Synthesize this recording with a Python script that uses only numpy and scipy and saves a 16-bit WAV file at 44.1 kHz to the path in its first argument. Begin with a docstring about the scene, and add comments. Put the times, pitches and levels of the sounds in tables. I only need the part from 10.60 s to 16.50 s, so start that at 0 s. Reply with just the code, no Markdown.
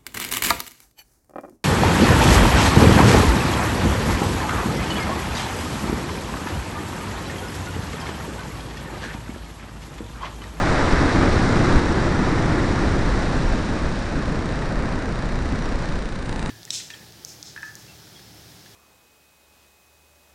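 """Wind thumps, roars and hisses over the small camera of a model aircraft that dives, levels out and slows.
Turbulent eddies buffet the microphone port and the housing, and the noise fades as the aircraft slows.
The camera's electronics tick once per picture, and a faint whistle sounds late in the flight.
At the end the flight dissolves into a second, hollower rush of air with louder ticks and a fine crackle."""
import sys
import numpy as np
from scipy import signal
from scipy.fft import rfft, irfft
from scipy.io import wavfile
from scipy.ndimage import uniform_filter1d

SR = 44100
rng = np.random.default_rng(int(sys.argv[2]) if len(sys.argv) > 2 else 0)


def put_to_file(sound):
    """Save the sound as 16-bit audio at rate SR, in the file named by the first command-line argument."""
    columns = np.atleast_2d(sound).T  # one column per channel
    safe = np.clip(columns, -1, 1)
    whole_steps = np.round(safe * 32767)
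    wavfile.write(sys.argv[1], SR, whole_steps.astype(np.int16))


N = 260190
TIME = np.arange(N) / SR
BIN_HZ = np.maximum(np.fft.rfftfreq(N, 1 / SR), 1)


def buffeting(wind_db, buffet_lift_db, roar_lift_db, slowed):
    """Turbulent pressure: large eddies thump on the port, smaller ones roar around the housing."""
    # Spectra of the buffet and of the roar at high and low airspeed.
    # Each row: frequency in Hz, relative density in dB.
    buffet_spectrum = [(4, -15.5), (10, 1), (25, -0.5), (45, -2), (70, -8.5), (90, -17.5), (130, -37)]
    roar_fast = [(44, -27), (75, 0), (194, -1.5), (231, -4.5), (268, -1.5), (333, -2.5), (417, -10),
                 (450, -17.5), (580, -44), (990, -120)]
    roar_slow = [(44, -26), (75, -1.5), (97, -1.5), (118, -1.5), (183, -2.5), (253, -3.5), (316, -7),
                 (357, -8), (450, -13), (580, -39), (990, -120)]
    # The roar builds early in the dive. 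Each row: time in seconds, level in dB against full strength.
    roar_build = [(.27, -5), (.6, 0)]
    cruise_db = -28   # loudness of the wind in level flight
    above_cruise_db = wind_db - cruise_db
    buffet_db = -25.5 + 0.38 * above_cruise_db + buffet_lift_db
    roar_db = -23 + 1.055 * above_cruise_db + in_time(roar_build) + roar_lift_db
    buffet = evened(coloured_noise(buffet_spectrum), span_s=0.12)
    roar = evened(blend(coloured_noise(roar_fast), coloured_noise(roar_slow), slowed), span_s=0.17)
    return from_db(buffet_db) * buffet + from_db(roar_db) * roar


def gusts_and_lulls():
    """Amplitude modulation: gusts and calm pockets shift the buffet and the roar, one dB curve for each."""
    # Each row: time of the peak in seconds, length in seconds, buffet lift in dB, roar lift in dB.
    gusts = [(0.344, .1, 5.5, 0), (0.687, 0.12, 5, -1), (1.04, 0.14, 1.5, 1), (1.168, 0.06, 10.5, -0.5),
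             (2.25, 0.076, 3, 1), (2.367, 0.06, 4, 1.5), (2.513, 0.14, 7, -1.5), (2.75, 0.1, 3.5, 1),
             (2.9, 0.071, 13, 1), (3.267, 0.067, 5.5, 0.5), (3.574, 0.05, 2, 3), (3.757, 0.071, 1, 3),
             (4.17, .07, 4, -0.5), (4.77, 0.14, 5.5, 1), (4.938, 0.03, 2, 7), (5.055, 0.054, 5, -1.5),
             (5.15, 0.063, 5.5, 0), (5.363, 0.12, 5, 0)]
    # Each row: time of the trough in seconds, length in seconds, buffet drop in dB, roar drop in dB.
    lulls = [(.51, .05, 2.5, 5), (2.15, .05, 3.5, 1), (3.07, .09, 3, -0.5), (3.44, 0.098, 2, 2.5),
             (3.85, .1, 4, -1), (4.42, 0.053, 1, 1)]
    return bell_curves(gusts) - bell_curves(lulls)


def airflow(rush_db, slowed):
    """Resonance: the port colours a rush and a hiss, which waver together as fine eddies pass."""
    # Spectra of the rush at high and low airspeed and of the hiss.
    # Each row: frequency in Hz, relative density in dB.
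    rush_fast = [(260, -30), (450, -1), (942, -5), (1440, -6), (2150, -12.5), (2500, -19), (3250, -43),
                 (5500, -120)]
    rush_slow = [(260, -26), (450, -5), (490, -1), (535, -0.5), (738, -5), (788, -5.5), (890, -5.5),
                 (1100, -6.5), (1600, -8), (2500, -17.5), (3250, -46), (5500, -120)]
    hiss_spectrum = [(1800, -31), (2500, -1.5), (3130, -3.5), (4400, -3.5), (5100, -4.5), (5750, -4.5),
                     (6260, -10), (6900, -10), (8000, -13.5), (8800, -15.5), (9350, -16), (9800, -23.5),
                     (11000, -2.5)]
    # Resonances of the microphone port. Each row: centre in Hz, width in Hz, lift in dB.
    port_peaks = [(1880, 580, 2), (3850, 600, 3)]
    # Envelope of the hiss. Each row: time in seconds, relative level in dB.
    hiss_level = [(0.0, -35.5), (0.24, -35), (1.18, -35.5), (1.23, -38), (2.74, -39), (3.56, -43),
                  (4.46, -45), (5.28, -44), (5.64, -49), (5.66, -47), (5.87, -43)]
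    eddies = rms_one(from_db(0.5 * flutter(rate_hz=45)))
    fast, slow = coloured_noise(rush_fast, port_peaks), coloured_noise(rush_slow, port_peaks)
    rush = from_db(rush_db - 0.18) * blend(fast, slow, slowed)
    hiss = from_db(in_time(hiss_level) + 0.05) * coloured_noise(hiss_spectrum, port_peaks)
    return (rush + hiss) * eddies


def hollow_rush(rush_db):
    """Narrow resonances on broadband noise make the closing rush of air sound hollow."""
    # Its broad spectrum. Each row: frequency in Hz, relative density in dB.
    spectrum = [(350, -32.5), (470, 5), (650, -1), (900, 2), (1200, -3), (2000, -5.5), (3000, -15.5),
                (5000, -18), (6200, -25.5), (7600, -20.5), (9400, -28), (10000, -31), (10800, -38)]
    # Its resonances. Each row: centre in Hz, width in Hz, lift in dB.
    resonances = [(880, 90, 1.5), (1760, 110, 4), (2550, 80, 0), (3850, 250, 6)]
    return from_db(rush_db - 1.0) * coloured_noise(spectrum, resonances)


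def picture_ticks(start_s, decay_s, uneven_db, overshoot):
    """Crosstalk: each supply current step leaks into the microphone as a spike that overshoots and sags."""
    # Current steps within one picture. Each row: delay in seconds, signed relative size.
    switching = [(0, 1), (.00092, -1), (.00105, .9), (.00142, -.65)]
    picture_hz = 30.012
    starts = np.arange(start_s, N / SR - 1 / picture_hz / 10, 1 / picture_hz)
    strength = from_db(uneven_db * rng.standard_normal(len(starts)))
    steps = np.zeros(N)
    for delay_s, size in switching:
        sample, fraction = np.divmod((starts + delay_s) * SR, 1)   # shared by two neighbouring samples
        steps[sample.astype(int)] += size * strength * (1 - fraction)
        steps[sample.astype(int) + 1] += size * strength * fraction
    pole = np.exp(-1 / (decay_s * SR))
    return signal.lfilter([1 + overshoot, -overshoot], [1, -pole], steps + 1e-18)


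def crackle(per_s, spread_db):
    """A Poisson process: tiny clicks fall at random moments, brightened by a first difference."""
    clicks = (rng.random(N) < per_s / SR) * from_db(spread_db * rng.standard_normal(N))
    return np.diff(clicks, prepend=0)


def whistle(waver_hz):
    """Random frequency modulation unsteadies a thin, falling tone that sounds briefly in the wind."""
    # The tone's glide. Each row: time in seconds, pitch in Hz, peak level in dB.
    glide = [(4.94, 6100, -75), (4.99, 5930, -56), (5.045, 5770, -48), (5.08, 5750, -77)]
    pitch_hz, level_db = in_time(glide)
    phase = 2 * np.pi * np.cumsum(pitch_hz + waver_hz * flutter(rate_hz=110)) / SR
    sounding = (TIME > glide[0][0]) & (TIME < glide[-1][0])
    return sounding * from_db(level_db) * np.sin(phase)


def coloured_noise(spectrum, peaks=()):
    """Source and filter: white noise takes on a broad spectrum and resonance peaks, at unit rms."""
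    hz, db = np.transpose(spectrum)
    colour_db = np.interp(np.log(BIN_HZ), np.log(hz), db, left=-np.inf, right=-np.inf)
    for centre_hz, width_hz, lift_db in peaks:
        colour_db = colour_db + lift_db / (1 + (2 * (BIN_HZ - centre_hz) / width_hz) ** 2)
    return rms_one(irfft(rfft(rng.standard_normal(N)) * from_db(colour_db), N))


def flutter(rate_hz):
    """Low-pass noise of unit rms wavers at up to about the given rate."""
    return rms_one(irfft(rfft(rng.standard_normal(N)) / (1 + (BIN_HZ / rate_hz) ** 2), N))


def evened(noise, span_s):
    """Division by the running rms takes the slow random swells out of a noise."""
    power = uniform_filter1d(noise ** 2, int(span_s * SR))
    smooth_power = uniform_filter1d(power, int(span_s * SR / 2))
    return noise / np.sqrt(smooth_power + 1e-9)


def bell_curves(rows):
    """Gaussian swells add up in dB for buffet and roar; each length is the full width at half height."""
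    centre_s, length_s, buffet_db, roar_db = np.transpose(rows)
    shapes = 0.5 ** ((2 * (TIME - centre_s[:, None]) / length_s[:, None]) ** 2)
    return np.array([buffet_db, roar_db]) @ shapes


def blend(first, second, share):
    """Uncorrelated noises add in power, so the squared weights of this crossfade sum to one."""
    return ((1 - share) * first + share * second) / np.hypot(1 - share, share)


def in_time(rows):
    """Linear interpolation turns rows of a time in seconds and values into one curve per value."""
    times_s, *columns = np.transpose(rows)
    return np.squeeze([np.interp(TIME, times_s, column) for column in columns])


def from_db(db):
    """Amplitude grows tenfold for every 20 dB."""
    return 10 ** (np.asarray(db) / 20)


def rms_one(x):
    """Normalisation brings a signal to unit rms."""
    return x / np.sqrt(np.mean(x ** 2) + 1e-20)


def scene():
    """Superposition: wind and ticks add, and the flight crossfades into the hollow rush."""
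    # Loudness of the wind; the whole sound steps down suddenly at about 1.2 s.
    # Each row: time in seconds, relative level in dB.
    wind_level = [(0.0, -22.5), (0.65, -22), (0.72, -24), (1.18, -23.5), (1.21, -26), (1.93, -25.5),
                  (3.51, -32), (3.55, -31), (4.04, -32), (4.23, -30.5), (4.58, -33), (5.26, -33),
                  (5.54, -37), (5.87, -33)]
    # Loss of airspeed. Each row: time in seconds, share of the low-speed spectra from 0 to 1.
    slowing = [(1.8, 0.01), (3.4, 0.98)]
    # The crossfade. Each row: time in seconds, share of the closing sound from 0 to 1.
    dissolve = [(5.35, 0.1), (5.5, 0.14), (5.62, 0.41), (5.8, 0.82), (5.9, 0.85)]
    # Loudness of the ticks in flight. Each row: time in seconds, gain in dB.
    tick_level = [(0, -19.5), (1.15, -18), (1.22, -22), (2.2, -22), (3.2, -24), (4.2, -23), (5.2, -22)]
    wind_db, slowed, closing = in_time(wind_level), in_time(slowing), in_time(dissolve)
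    buffet_lift_db, roar_lift_db = gusts_and_lulls()
    rush_db = wind_db + 0.068 * (buffet_lift_db + roar_lift_db)   # gusts barely reach the rush
    rush = blend(airflow(rush_db, slowed), hollow_rush(rush_db), closing)
    flight_ticks = picture_ticks(start_s=0.02541, decay_s=0.00038, uneven_db=0, overshoot=0.33)
    flight_ticks *= from_db(in_time(tick_level))
    closing_ticks = picture_ticks(start_s=0.02935, decay_s=0.0009, uneven_db=2, overshoot=0.35)
    closing_ticks *= from_db(-16)
    closing_crackle = from_db(-24) * crackle(per_s=180, spread_db=1)
    wind = buffeting(wind_db, buffet_lift_db, roar_lift_db, slowed) + rush + whistle(waver_hz=80.8)
    return (wind + (1 - closing) * flight_ticks + closing * (closing_ticks + closing_crackle))[None]


def record(dry):
    """Band limiting: the camera's low-pass filter rolls the treble off steeply."""
    cutoff_hz = 9900
    low_pass = signal.firwin(81, cutoff_hz, window=("kaiser", 7), fs=SR)
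    return signal.fftconvolve(dry, low_pass[None], mode="same")


dry = scene()
out = record(dry)
put_to_file(out)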